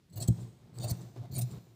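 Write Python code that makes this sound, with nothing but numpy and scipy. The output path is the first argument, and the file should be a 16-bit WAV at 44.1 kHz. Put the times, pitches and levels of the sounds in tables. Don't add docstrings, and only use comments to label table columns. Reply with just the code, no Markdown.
import sys
import numpy as np
from scipy import signal
from scipy.fft import rfft, irfft
from scipy.io import wavfile
from scipy.ndimage import uniform_filter1d

SR = 44100
rng = np.random.default_rng(int(sys.argv[2]) if len(sys.argv) > 2 else 0)


def to_wav(s):
    ch = np.atleast_2d(s).T
    pcm = np.round(np.clip(ch, -1, 1) * 32767)
    wavfile.write(sys.argv[1], SR, pcm.astype(np.int16))


N = 77175
T = np.arange(N) / SR

# t/s, length/s, fade/s, thread level/dB, low ring level/dB,
# main ring level/dB, main ring f/Hz, sizzle level/dB
BITES = [ (0.096, 0.0036, 0.012, -80, -77, -71, 7840, -75),
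         (0.124, 0.013, 0.011, -68, -64, -61, 7840, -70.5),
         (0.156, 0.023, 0.0097, -53.5, -58, -57, 7850, -47),
         (.198, 0.011, 0.0047, -54, -48.5, -44, 7720, -47.5),
         (0.211, 0.017, 0.0098, -38, -46.5, -45, 7720, -57),
         (0.275, 0.0087, 0.0036, -40.5, -47.5, -34.5, 7800, -42),
         (0.738, 0.045, 0.0035, -78, -68.5, -63, 7950, -67),
         (0.7843, 0.0027, 0.0011, -43, -49.5, -46, 8160, -68),
         (0.797, 0.037, 0.027, -47.5, -55.5, -61, 8000, -62),
         (0.83, 0.017, 0.0056, -47, -51, -54, 9100, -48),
         (0.876, 0.0092, 0.023, -46, -50, -46.5, 8720, -61),
         (0.894, 0.021, 0.0022, -40.5, -48.5, -45.5, 8970, -40),
         (1.311, 0.012, 0.012, -60, -58, -76, 7500, -57.5),
         (1.331, 0.014, 0.0092, -54.5, -54.5, -61, 9000, -49.5),
         (1.348, 0.018, 0.014, -47.5, -54.5, -43, 9070, -63),
         (1.377, 0.015, 0.0089, -47, -62.5, -40, 8840, -38.5),
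         (1.409, 0.0097, 0.0091, -42.5, -57, -44, 9120, -46), ]
# t/s, f/Hz
LOW_RING_PATH = [(.13, 4316), (.88, 4423), (1.31, 4320), (1.35, 4500), (1.38, 3940)]
# t/s, peak level/dB, contact time/s
KNOCKS = [(.2850, -14.5, 0.002), (.3010, -18, 0.0028), (0.911, -22, 0.0041), (1.371, -32, 0.0013)]
# peak t/s, rise/s, fall/s, level/dB
OPENINGS = [(0.412, 0.03, 0.032, -70), (1.017, 0.0099, 0.012, -65.5), (1.52, 0.014, 0.016, -63.5)]
# t/s, level/dB (before halving), fade/s
TICKS = [(0.281, -44.5, 0.0044), (1.162, -36.5, 0.005), (1.584, -46, 0.0023), (1.669, -50.5, 0.0048)]
# peak t/s, rise/s, fall/s, rumble level/dB, rub level/dB
DRAGS = [ (0.177, 0.025, 0.016, -40.5, -59), (0.22, 0.032, 0.046, -37.5, -53),
         (0.409, 0.072, 0.07, -43, -56), (0.661, 0.09, 0.077, -58.5, -66.5),
         (0.808, 0.04, 0.024, -38, -53.5), (0.848, 0.016, 0.069, -38, -51), (0.906, 0.017, 0.036, -49, -55),
         (1.018, 0.041, 0.083, -44.5, -58), (1.174, 0.014, 0.034, -54, -56.5),
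         (1.25, 0.035, 0.023, -46.5, -57.5), (1.327, 0.026, 0.018, -40.5, -60),
         (1.389, 0.029, 0.034, -34, -54), (1.534, 0.059, 0.042, -43, -56),
         (1.578, 0.018, 0.0099, -51.5, -59.5), (1.72, 0.15, 0.63, -59, -71), ]
# peak t/s, rise/s, fall/s, level/dB
BUZZES = [(0.223, 0.036, 0.0099, -50.5), (0.286, 0.0037, .008, -47), (0.846, 0.013, 0.019, -42),
          (0.909, 0.021, 0.011, -51), (1.251, 0.024, 0.0043, -54.5), (1.397, 0.031, 0.022, -50)]
# peak t/s, rise/s, fall/s, level/dB, f/Hz
JUDDERS = [(.115, 0.0092, .015, -52, 171), (0.444, 0.05, 0.028, -43.5, 118),
           (0.861, 0.011, 0.019, -33.5, 112), (1.212, 0.027, 0.0091, -38, 116.7),
           (1.436, 0.024, 0.036, -29.5, 124.5)]
# f/Hz, time to fade by 60 dB/s, relative level/dB
TABLE_NOTES = [(117.2, 0.12, 3), (129.3, 0.039, 3), (171.8, 0.19, -7), (218.6, 0.18, -10.5),
               (323, 0.1, -10), (515, 0.066, -12)]

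# f/Hz, width/Hz, relative level/dB
BLADE_RINGS = [(6570, 200, -16), (9660, 310, -14.5)]
EDGE_RINGS = [(13750, 980, -4), (15060, 660, -4)]
OPENING_RINGS = [(7350, 180, 10.3), (7950, 200, 6.7), (8960, 590, 1.5)]
HANDLE_RINGS = [(609, 20, -3), (689.4, 30.2, -3)]

# f/Hz, relative level/dB
THREAD_TONE = [(1700, -11.5), (2500, -9), (3900, -2), (5600, -2.5), (6800, 7), (8500, 4.5), (10000, -6),
               (11000, -12), (12200, -28), (13000, -20), (15500, -1.5)]
SCRAPE_TONE = [(2000, -18), (3900, 10), (6000, 4), (11500, -12), (14500, 4)]
CLOTH_TONE = [(270, 2.5), (350, 4), (500, -3), (780, -6.5), (1100, -12), (1600, -18), (2200, -20.5)]
FIBRE_TONE = [(2300, -10), (3800, -2.5), (8000, -12.5), (11500, -19), (15000, -14)]
ECHO_TONE = [(60, -33), (250, -8), (700, 2), (2500, 4.5), (8000, -1.5), (15000, -6)]
QUIET_TONE = [(35, -3), (70, 1), (115, 4.5), (350, -6), (700, -21.5), (4000, -24), (15500, -36.5)]
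TICK_TONE = [(400, 19), (800, 5), (2500, -11), (7000, -16.5), (15000, -41)]
RUMBLE_TONE = [(45, 2), (85, -15.5), (115, -0.5), (700, -16)]

CLICKS_PER_S, CLICK_SCATTER_DB = 9000, 4
BITE_ATTACK_S, BITE_SWELL_DB = 0.003, 10
SIZZLE_POWER = 1.4
LOW_WIDTH_HZ, MAIN_WIDTH_HZ = 210, 176
REST_HZ, WIDENING = 7900, 0.33
OVERTONE_RATIO, OVERTONE_WIDTH_HZ, OVERTONE_DB = 1.68, 100, -13
RIPPLE_DB, RIPPLE_SPACING_HZ = 9, 168.5
OPENING_RING_DB, FIBRE_DB = 3.5, -12.5
TABLE_LOW_HZ = 87
ECHO_S, ECHO_DB, QUIET_DB = 1, -13, -66
RING_ECHO_SHARE = 0.048


def cutting():
    snaps = colour(crackle(), THREAD_TONE)
    sizzle = resonate(crackle(), EDGE_RINGS)
    friction = crackle()
    crunch, rings = 0, 0
    for at, length, fade, snap_db, low_db, main_db, main_hz, sizzle_db in BITES:
        t = T - at
        pressure = np.clip(t / BITE_ATTACK_S, 0, 1)
        pressure *= undb(BITE_SWELL_DB * (np.clip(t / length, 0, 1) - 1))
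        pressure *= np.exp(-np.maximum(t - length, 0) / fade)
        low_hz = np.interp(at, *np.array(LOW_RING_PATH).T)
        low_ring = steady(resonate(friction, [(low_hz, LOW_WIDTH_HZ, 0)]), span_s=0.012)
        width = MAIN_WIDTH_HZ + WIDENING * max(main_hz - REST_HZ, 0)
        overtone = (main_hz * OVERTONE_RATIO, OVERTONE_WIDTH_HZ, OVERTONE_DB)
        resonances = BLADE_RINGS + [(main_hz, width, 0), overtone]
        main_ring = steady(resonate(friction, resonances), span_s=0.0084)
        crunch += pressure * undb(snap_db) * steel_ripple(snaps)
        crunch += pressure ** SIZZLE_POWER * undb(sizzle_db) * sizzle
        rings += pressure * (undb(low_db) * low_ring + undb(main_db) * main_ring)
    return crunch, rings


def steel_ripple(x):
    f = np.arange(N // 2 + 1) * SR / N
    heights = rng.standard_normal(512)
    ripple_db = RIPPLE_DB * np.interp(f / RIPPLE_SPACING_HZ, np.arange(len(heights)), heights)
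    return unit(irfft(rfft(x) * undb(ripple_db), N))


def knocks():
    ring, out = table_ring(), 0
    for at, db, contact in KNOCKS:
        push = np.sin(np.pi * np.clip((T - at) / contact, 0, 1))
        thud = signal.fftconvolve(push, ring)[:N]
        out += undb(db) * thud / np.abs(thud).max()
    return out


def table_ring():
    ring = sum(undb(db) * np.sin(2 * np.pi * hz * T) * die_away(fade) for hz, fade, db in TABLE_NOTES)
    return cut_bass(ring, TABLE_LOW_HZ, order=2)


def opening():
    scrape = unit(colour(crackle(), SCRAPE_TONE))
    ring = undb(OPENING_RING_DB) * resonate(crackle(), OPENING_RINGS)
    return swells(OPENINGS) * (scrape + ring)


def ticks():
    loudness = sum(undb(db) * (T > at) * np.exp(-np.abs(T - at) / fade) for at, db, fade in TICKS)
    return loudness * steady(colour(crackle(), TICK_TONE), span_s=0.0026) / 2


def dragging():
    weight = swells((at, rise, fall, db) for at, rise, fall, db, _ in DRAGS)
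    rub = swells((at, rise, fall, db) for at, rise, fall, _, db in DRAGS)
    shaking = signal.fftconvolve(rng.standard_normal(2 * N), table_ring())[N:2 * N]
    rumble = steady(colour(shaking, RUMBLE_TONE), span_s=0.0357)
    cloth = steady(colour(crackle(), CLOTH_TONE), span_s=0.078)
    fibres = undb(FIBRE_DB) * unit(colour(crackle(), FIBRE_TONE))
    return weight * rumble + rub * (cloth + fibres)


def judder():
    return sum(undb(db) * swell(at, rise, fall) * np.sqrt(2) * np.sin(2 * np.pi * hz * (T - at))
               for at, rise, fall, db, hz in JUDDERS)


def handle_buzz():
    return swells(BUZZES) * steady(resonate(crackle(), HANDLE_RINGS), span_s=0.025)


def room_echo(x):
    tail = rng.standard_normal(N) * die_away(ECHO_S) * np.clip(T / 0.0043, 0, 1)
    echo = signal.fftconvolve(x, tail / np.linalg.norm(tail))[:N]
    return undb(ECHO_DB) * colour(echo, ECHO_TONE)


def room_quiet():
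    return undb(QUIET_DB) * unit(colour(rng.standard_normal(N), QUIET_TONE))


def crackle():
    hits = rng.random(N) < CLICKS_PER_S / SR
    signs = np.sign(rng.standard_normal(N))
    return hits * signs * undb(CLICK_SCATTER_DB * np.minimum(rng.exponential(size=N), 5))


def colour(x, tone):
    hz, db = np.array(tone, float).T
    f = np.maximum(np.arange(N // 2 + 1) * SR / N, 1)
    falloff = np.minimum(f / hz[0], 1) ** 4 * np.minimum(hz[-1] / f, 1) ** 4
    return irfft(rfft(x) * falloff * undb(np.interp(np.log(f), np.log(hz), db)), N)


def resonate(x, resonances):
    out = 0
    for hz, width, db in resonances:
        b, a = signal.iirpeak(min(hz, .45 * SR), hz / (2 * width), fs=SR)
        out += undb(db) * signal.lfilter(b, a, signal.lfilter(b, a, x))
    return unit(out)


def cut_bass(x, hz, order):
    return signal.sosfilt(signal.butter(order, hz, "high", fs=SR, output="sos"), x)


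def steady(x, span_s):
    return x / np.sqrt(uniform_filter1d(x ** 2, max(int(span_s * SR), 2)) + 1e-12)


def swell(at, rise, fall):
    distance = (T - at) / np.where(T < at, rise, fall)
    return np.exp(1 - np.hypot(distance * 1.566, 1))


def swells(rows):
    return sum(undb(db) * swell(at, rise, fall) for at, rise, fall, db in rows)


def die_away(seconds):
    return np.exp(-np.log(1000) * T / seconds)


def undb(db):
    return 10 ** (np.asarray(db) / 20)


def unit(x):
    return x / np.sqrt(np.mean(x ** 2))


def scene():
    crunch, rings = cutting()
    near = crunch + opening() + ticks() + dragging() + handle_buzz() + judder() + knocks()
    return (near + rings + room_quiet() + room_echo(near + RING_ECHO_SHARE * rings))[None]


def record(dry):
    thin = cut_bass(dry, hz=48, order=3)
    treble_cut = signal.ellip(10, .2, 80, 15420, fs=SR, output="sos")
    return signal.sosfilt(treble_cut, thin)


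dry = scene()
out = record(dry)
to_wav(out)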